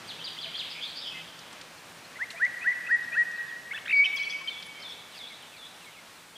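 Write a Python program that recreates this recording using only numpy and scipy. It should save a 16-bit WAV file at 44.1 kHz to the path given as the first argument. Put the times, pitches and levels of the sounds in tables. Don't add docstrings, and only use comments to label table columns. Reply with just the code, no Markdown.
import sys
import numpy as np
from scipy import signal
from scipy.fft import rfft, irfft
from scipy.io import wavfile
from scipy.ndimage import uniform_filter1d, map_coordinates

SR = 44100
rng = np.random.default_rng(int(sys.argv[2]) if len(sys.argv) > 2 else 0)


def volts_from_db(level):
    exponent = np.asarray(level, float) / 20
    return 10 ** exponent


def digitize_waveform(pressure):
    field = np.atleast_2d(pressure).T
    bounded = np.clip(field, -1, 1)
    quanta = np.round(bounded * 32767).astype(np.int16)
    wavfile.write(sys.argv[1], SR, quanta)


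N = 280902


def in_time(rows, t):
    points, *columns = np.transpose(rows)
    return [np.interp(t, points, column) for column in columns]


def drift(rate):
    knots = rng.standard_normal(6000)
    return map_coordinates(knots, [np.arange(N) / SR * rate], order=3)


def coloured(spectrum):
    hz, level_db = np.transpose(spectrum)
    bins = np.maximum(np.fft.rfftfreq(N, 1 / SR), 1)
    colour = volts_from_db(np.interp(np.log(bins), np.log(hz), level_db))
    noise = irfft(rfft(rng.standard_normal(N)) * colour, N)
    return noise / noise.std()


def wide(spectrum, side_db):
    return coloured(spectrum) + volts_from_db(side_db) * coloured(spectrum) * [[1], [-1]]


def add(track, s, sound):
    i = round(s * SR)
    track[i:i + len(sound)] += sound[:N - i]


def whistle(hz, overtone_db):
    phase = 2 * np.pi * np.cumsum(hz) / SR
    return np.sin(phase) + volts_from_db(overtone_db) * np.sin(2 * phase)


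def sing(rows, swell, waver, rasp=0., flutter=0., throat=((500, 0), (9000, 0))):
    out, wobble, uneven, torn = np.zeros(N), drift(90), drift(45.9), drift(700)
    for s, length, *bend_hz, level_db in rows:
        u = np.linspace(0, 1, round(length * SR))
        span = (round(s * SR) + np.arange(len(u))) % N
        flutter_hz = 150. * (1 + 0.266 * wobble[span])
        beat = np.cos(2 * np.pi * np.cumsum(flutter_hz) / SR)
        hz = np.polyval(np.polyfit([0, .5, 1], bend_hz, 2), u)
        level = volts_from_db(level_db + in_time(throat, hz)[0] + 2 * flutter * uneven[span])
        level = level * (1 + 0.14 * flutter * beat) * (1 - rasp + rasp * torn[span])
        hz = hz * (1 + waver * wobble[span] + 0.061 * flutter * beat)
        envelope = np.abs(np.sin(np.pi * u)) ** swell
        add(out, s, level * envelope * whistle(hz, overtone_db=-36))
    return out


def bent(rows, start, end):
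    return [(s, length, hz * start, hz, hz * end, level_db) for s, length, hz, level_db in rows]


def straight(rows):
    return [(s, length, a, (a + b) / 2, b, level_db) for s, length, a, b, level_db in rows]


def background():
    # f/Hz, level/dB
    traffic_colour = [(12, -48), (20, -12.5), (27, -15), (70, -22), (109, 0.5), (140, -5.5), (166, 5.5),
                      (198, -6.5), (222, -2), (400, -9.5), (520, -26), (880, -120)]
    # f/Hz, level/dB
    air_colour = [(150, -10), (250, -4), (388, -5.5), (486, -2), (1770, -2), (2160, -4), (2370, -3),
                  (6000, -13), (7800, -21), (13200, -120)]
    # f/Hz, level/dB
    hiss_colour = [(2060, -50), (3500, -9.5), (4040, -2.5), (4810, -7.5), (8700, -3), (9440, -4.5),
                   (14200, -12), (15500, -13.5)]
    # t/s, level/dB
    receding = [(0, 4), (.4, 0), (1.5, -0.5), (2.4, -1.5), (5.1, -4), (5.6, -5.5), (6.37, -7.5)]
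    receding_db, = in_time(receding, np.arange(N) / SR)
    hum_hz = 170 * (1 + 0.02927 * drift(0.6))
    hum = volts_from_db(-4.0) * whistle(hum_hz, overtone_db=-29) * volts_from_db(drift(7.4))
    traffic_db = -60.5 + receding_db + drift(4.3)
    traffic = volts_from_db(traffic_db) * (wide(traffic_colour, side_db=-28.5) + hum)
    air_db = -48 + 0.47 * receding_db + .5 * drift(9.2)
    air = volts_from_db(air_db) * wide(air_colour, side_db=-31.5)
    hiss = volts_from_db(-58 + 0.62 * drift(12)) * wide(hiss_colour, side_db=-25.5)
    return traffic + air + hiss


def twitter():
    # t/s, plunge length/s, plunge level/dB, uptick level/dB, top level/dB
    syllables = [
        (0.076, 0.034, -34, -43, -39.5),
        (.242, 0.032, -32.5, -33.5, -29.5),
        (.408, 0.052, -31.5, -33, -36),
        (.572, .047, -28.5, -29.5, -32),
    ]
    # f/Hz, level/dB
    throat_colour = [(600, 0), (1900, -9), (2600, -3.5), (3200, -0.5), (3700, 0), (4300, -5), (4800, -3)]
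    blip_s, plunge_from_hz, plunge_hz_per_s = .016, 4520, 56000
    upticks = [(s - .03, blip_s, 3274, db) for s, _, _, db, _ in syllables]
    tops = [(s, blip_s, 4765, db) for s, *_, db in syllables]
    plunges = [(s + .013, length, plunge_from_hz, plunge_from_hz - plunge_hz_per_s * length, db)
               for s, length, db, _, _ in syllables]
    rows = bent(upticks, start=.9, end=1.06) + bent(tops, start=.97, end=.975) + straight(plunges)
    return sing(rows, swell=0.13, waver=.013, rasp=0.4, throat=throat_colour)


def insects():
    # t/s, level/dB, f/Hz
    peeps = [(0.0757, -48.5, 8490), (0.2823, -51, 8430), (0.7537, -53, 8450), (4.6638, -46.5, 9850),
             (5.4226, -54, 8920), (5.6506, -53, 8490), (5.854, -51, 8530)]
    rows = [(s - .004, .016, hz, hz, hz, level_db - 2.0) for s, level_db, hz in peeps]
    return sing(rows, swell=1.5, waver=.003)


def hoots():
    # t/s, length/s, f/Hz, level/dB
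    calls = [(.187, .022, 2650, -47), (.365, .013, 2070, -46), (.455, 0.038, 660, -48.5),
             (2.335, 0.032, 672, -47), (4.050, 0.046, 746, -54.5), (4.160, 0.04, 1096, -53.5),
             (4.405, 0.03, 1072, -48.5), (2.130, .020, 1120, -53)]
    return volts_from_db(3.5) * sing(bent(calls, start=1.01, end=.98), swell=0.72, waver=0.0046)


def answers():
    # t/s, level/dB, end of dip f/Hz, tag level/dB
    calls = [
        (4.480, -39.5, 3430, -60),
        (4.824, -38.5, 3880, -51),
        (5.178, -40, 4000, -45),
        (5.565, -44.5, 4100, -55),
    ]
    # t/s, length/s, middle f/Hz, level/dB
    hooks = [(.550, .014, 4100, -39), (3.922, 0.014, 4550, -42), (4.160, 0.015, 5890, -45),
             (4.198, 0.013, 4700, -41), (4.222, 0.014, 5800, -43), (4.242, 0.018, 4450, -39.5),
             (4.294, 0.0214, 5870, -44), (4.296, .016, 4865, -36.5), (4.795, 0.034, 5160, -48)]
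    # t/s, length/s, middle f/Hz, level/dB
    strays = [(0.19, .022, 3300, -43), (4.162, 0.027, 4530, -38.5), (4.860, 0.063, 3700, -48),
              (5.115, .052, 3730, -50), (5.406, .033, 3360, -46.5), (5.838, 0.033, 3570, -51)]
    drop_s, dip_s, dip_hz = .022, .062, 3325
    drops = [(s, drop_s, 4100, db - 2.5) for s, db, _, _ in calls]
    dips = [(s + drop_s, dip_s, 3600, dip_hz, db) for s, db, _, _ in calls]
    upswings = [(s + drop_s + dip_s, .028, dip_hz, end_hz, db - 2) for s, db, end_hz, _ in calls]
    tags = [(s + .155, 0.0295, 3900, db) for s, *_, db in calls]
    rows = bent(drops + strays, start=1.14, end=.86) + straight(dips + upswings)
    rows += bent(tags, start=.93, end=1.04) + bent(hooks, start=.87, end=1.04)
    return sing(rows, swell=0.14, waver=.007, rasp=.28, flutter=.14)


def ticks():
    # t/s, level/dB, low f/Hz, high f/Hz, time to fall 60 dB/s
    knocks = [(.580, -28, 790, 3000, .02), (1.390, -31, 3780, 6740, .03), (1.528, -37, 3500, 9000, .03),
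              (1.612, -31.5, 1500, 6040, .04), (2.302, -24, 2370, 4100, 0.067),
              (2.303, -40.5, 900, 9000, 0.14), (2.4512, -21, 790, 5500, 0.0034),
              (.603, -33, 5500, 7500, .02), (2.278, -53, 2980, 8010, 0.026),
              (4.160, -39, 6170, 11100, 0.023), (3.314, -37, 2980, 7840, .02), (.606, -36, 90, 900, .03),
              (4.625, -28.5, 3000, 5030, .05)]
    out, t = np.zeros(N), np.arange(4000) / SR
    bursts = rng.standard_normal((len(knocks), len(t)))
    for burst, (s, level_db, low_hz, high_hz, t60) in zip(bursts, knocks):
        band = signal.butter(3, [low_hz, high_hz], "band", fs=SR, output="sos")
        attack = np.minimum(t / t60 / 0.029, 1)
        add(out, s, volts_from_db(level_db - 60 * t / t60) * attack * signal.sosfilt(band, burst))
    return out


def buzzes():
    # t/s, length/s, start f/Hz, end f/Hz, level/dB
    slurs = [ (.700, 0.049, 4850, 4720, -38), (.700, 0.058, 3750, 2500, -40),
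             (.740, .075, 2150, 2600, -37.5), (.806, 0.059, 3250, 3560, -31), (.850, .095, 3300, 4270, -46),
             (.830, 0.092, 3400, 4550, -40), (.950, .080, 4510, 5060, -36.5),
             (1.005, .125, 3670, 2870, -33), (1.045, .060, 4900, 4930, -43), (1.120, .100, 2920, 3000, -50),
             (.810, 0.0955, 4900, 3800, -43), (.840, 0.075, 2500, 2130, -51),
             (3.940, 0.087, 4600, 4500, -43), (4.045, .029, 5500, 5100, -45.5),
             (4.050, 0.057, 3730, 3540, -43), (2.9, .034, 4860, 4850, -53.5),
             (6.160, .060, 4200, 3300, -56), (5.145, .044, 4680, 4980, -45),
             (4.120, .068, 12000, 13000, -56), ]
    return sing(straight(slurs), swell=.5, waver=.012, rasp=.35, flutter=1.)


def falling_notes():
    # t/s, length/s, start f/Hz, end f/Hz, level/dB
    falls = [ (1.100, .130, 2570, 2610, -40.5), (1.140, 0.068, 2076, 2075, -38.5),
             (1.405, .025, 4170, 3700, -47), (1.770, .025, 4500, 4100, -51), (2.045, .020, 4290, 4040, -48),
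             (3.010, 0.047, 4330, 3250, -54), (3.035, .020, 5600, 5080, -53),
             (3.340, 0.069, 4900, 3200, -53), (3.470, .050, 3920, 3030, -50.5),
             (3.480, .015, 4760, 4850, -51), (4.770, 0.051, 2190, 2090, -43.5),
             (4.885, .04, 5700, 5050, -50), (5.515, 0.075, 2870, 2070, -48), ]
    # slide t/s, slide level/dB, pip t/s, pip level/dB
    two_notes = [
        (5.130, -47, 5.190, -46.5),
        (5.230, -51, 5.300, -44),
        (5.795, -49, 5.860, -43),
        (5.915, -48, 5.965, -47),
    ]
    slides = [(s, .06, 2750, db) for s, db, _, _ in two_notes]
    low_pips = [(s, .039, 2170, db) for _, _, s, db in two_notes]
    rows = straight(falls) + bent(slides, start=1.14, end=.86) + bent(low_pips, start=1.055, end=.97)
    return sing(rows, swell=.5, waver=.008, rasp=.25, flutter=.3)


def chirp(s, full, plateau_hz, creep, level_db):
    attack_s, release_s = .036, 0.021
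    t = np.arange(0, full + release_s, .002)
    hz = np.minimum(1313 + 16800 * t, plateau_hz + creep * (t - attack_s))
    swell_db = -22 * np.maximum(1 - t / attack_s, 0) ** 1.22
    fade_db = -13 * np.maximum((t - full) / release_s, 0) ** 1.26
    return np.transpose([s + t, hz, level_db + swell_db + fade_db])


def chirps_and_whistle():
    # t/s, full voice until/s after start, plateau f/Hz, creep/Hz per s, level/dB
    chirps = [
        (2.186, 0.04, 2017, 6000, -24.5),
        (2.396, 0.049, 1915, 2220, -17),
        (2.642, 0.05, 1938, 1200, -17.5),
        (2.886, 0.0634, 1903, 60, -17),
        (3.148, 0.068, 1901, 50, -17.5),
    ]
    # t/s, f/Hz, level/dB
    long_whistle = [(3.922, 1900, -29), (3.930, 2344, -18), (3.945, 2260, -16), (3.951, 2270, -20),
                    (3.995, 2238, -14), (4.008, 2260, -14.5), (4.014, 2262, -20), (4.037, 2278, -16.5),
                    (4.047, 2730, -29.5)]
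    out = np.zeros(N)
    for note in [chirp(*row) for row in chirps] + [long_whistle]:
        t = np.arange(note[0][0], note[-1][0], 1 / SR)
        hz, level_db = (uniform_filter1d(c, size=180, mode="nearest") for c in in_time(note, t))
        envelope = volts_from_db(level_db) * signal.windows.tukey(len(t), .08)
        add(out, t[0], envelope * whistle(hz, overtone_db=-54.0))
    return out


def grace_notes_and_rattle():
    # t/s, length/s, middle f/Hz, level/dB
    graces = [(2.155, 0.024, 2030, -38), (2.362, 0.032, 2400, -36.5), (2.452, .018, 2080, -22.5),
              (2.612, 0.034, 2540, -33.5), (2.712, 0.018, 1984, -23.5), (2.862, 0.021, 2570, -32.5),
              (3.122, 0.036, 2546, -33.5)]
    flicks = [(3.726, .016, 2900, -40.5), (3.776, .011, 1720, -33.5), (3.775, .0075, 2750, -34),
              (3.785, .008, 3250, -36), (3.857, .008, 1740, -32), (3.855, .011, 3050, -37),
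              (3.873, .008, 1750, -33), (3.876, .008, 3450, -39)]
    arches = [
        (3.708, 0.021, 2190, -27),
        (3.732, 0.036, 1755, -32),
    ]
    pipes = [(3.741, 0.028, 3450, -36.5), (3.760, 0.019, 2620, -34), (3.886, .028, 3700, -41),
             (4.043, .024, 3040, -20), (4.052, .019, 2597, -22.5), (4.168, 0.019, 3290, -30),
             (4.226, 0.024, 3315, -34.5), (4.302, 0.026, 3368, -33), (4.475, .021, 3130, -24.5),
             (4.445, .02, 4900, -47), (4.475, .021, 2400, -39), (6.355, 0.017, 3270, -41.5)]
    leaps = [
        (3.876, 0.016, 2500, -31),
        (3.892, .015, 2605, -25),
        (3.906, .019, 2614, -20),
    ]
    rows = bent(graces, start=.93, end=1.04) + bent(flicks, start=0.835, end=1.2)
    rows += bent(arches, start=.8, end=0.97) + bent(pipes, start=1.01, end=0.98)
    rows += bent(leaps, start=0.666, end=.95)
    return sing(rows, swell=0.3, waver=0.002, rasp=.24)


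def head_turn(near):
    # t/s, left minus right level/dB
    pan = [(2.4, 0.9), (2.8, 1), (3.2, 1.9), (3.7, 1)]
    pan_db = in_time(pan, np.arange(N) / SR)[0]
    return near * volts_from_db(pan_db * [[.5], [-.5]])


def scatter(x, echo, side_db, dull_hz):
    t = np.arange(round(echo[-1][0] * SR)) / SR
    bright = rng.standard_normal((2, len(t)))
    dull = signal.sosfilt(signal.butter(2, dull_hz, fs=SR, output="sos"), bright)
    tail = dull + (bright - dull) * volts_from_db(-40. * t)
    mid, side = tail * volts_from_db(in_time(echo, t)[0]) / np.sqrt(SR)
    both = np.array([mid + volts_from_db(side_db) * side, mid - volts_from_db(side_db) * side])
    return signal.fftconvolve(x[None], both, axes=1)[:, :N]


def trees(close, distant):
    # delay t/s, level/dB (power per second)
    close_echo = [(0, -14), (.04, -1.5), (.33, -3), (.42, -10), (.6, -17.5), (1.2, -33), (2.0, -52)]
    # delay t/s, level/dB
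    distant_echo = [(0, 12.5), (.03, 13.5), (.08, 11.5), (.2, 4), (.4, 0.5), (.8, -17), (1.2, -42)]
    echoes = scatter(close, close_echo, side_db=-10, dull_hz=3500)
    echoes = echoes + scatter(distant, distant_echo, side_db=-14.5, dull_hz=4000)
    return echoes * volts_from_db(0.58 * drift(24.93))


def scene():
    far, buzz, answer = twitter(), buzzes(), answers()
    in_open = falling_notes() + hoots() + insects() + ticks()
    near = chirps_and_whistle() + grace_notes_and_rattle()
    echoes = trees(near + .4 * in_open, far + .6 * buzz + .7 * answer)
    return head_turn(near) + far + buzz + answer + in_open + echoes + background()


def low_pass(x):
    return signal.sosfilt(signal.butter(12, 15690, fs=SR, output="sos"), x)


def record(dry):
    no_bass = signal.butter(2, 55., "high", fs=SR, output="sos")
    no_top = signal.ellip(10, .5, 60, 15520, fs=SR, output="sos")
    mix = signal.sosfilt(np.vstack([no_bass, no_top]), dry)
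    return low_pass(mix)


dry = scene()
out = record(dry)
digitize_waveform(out)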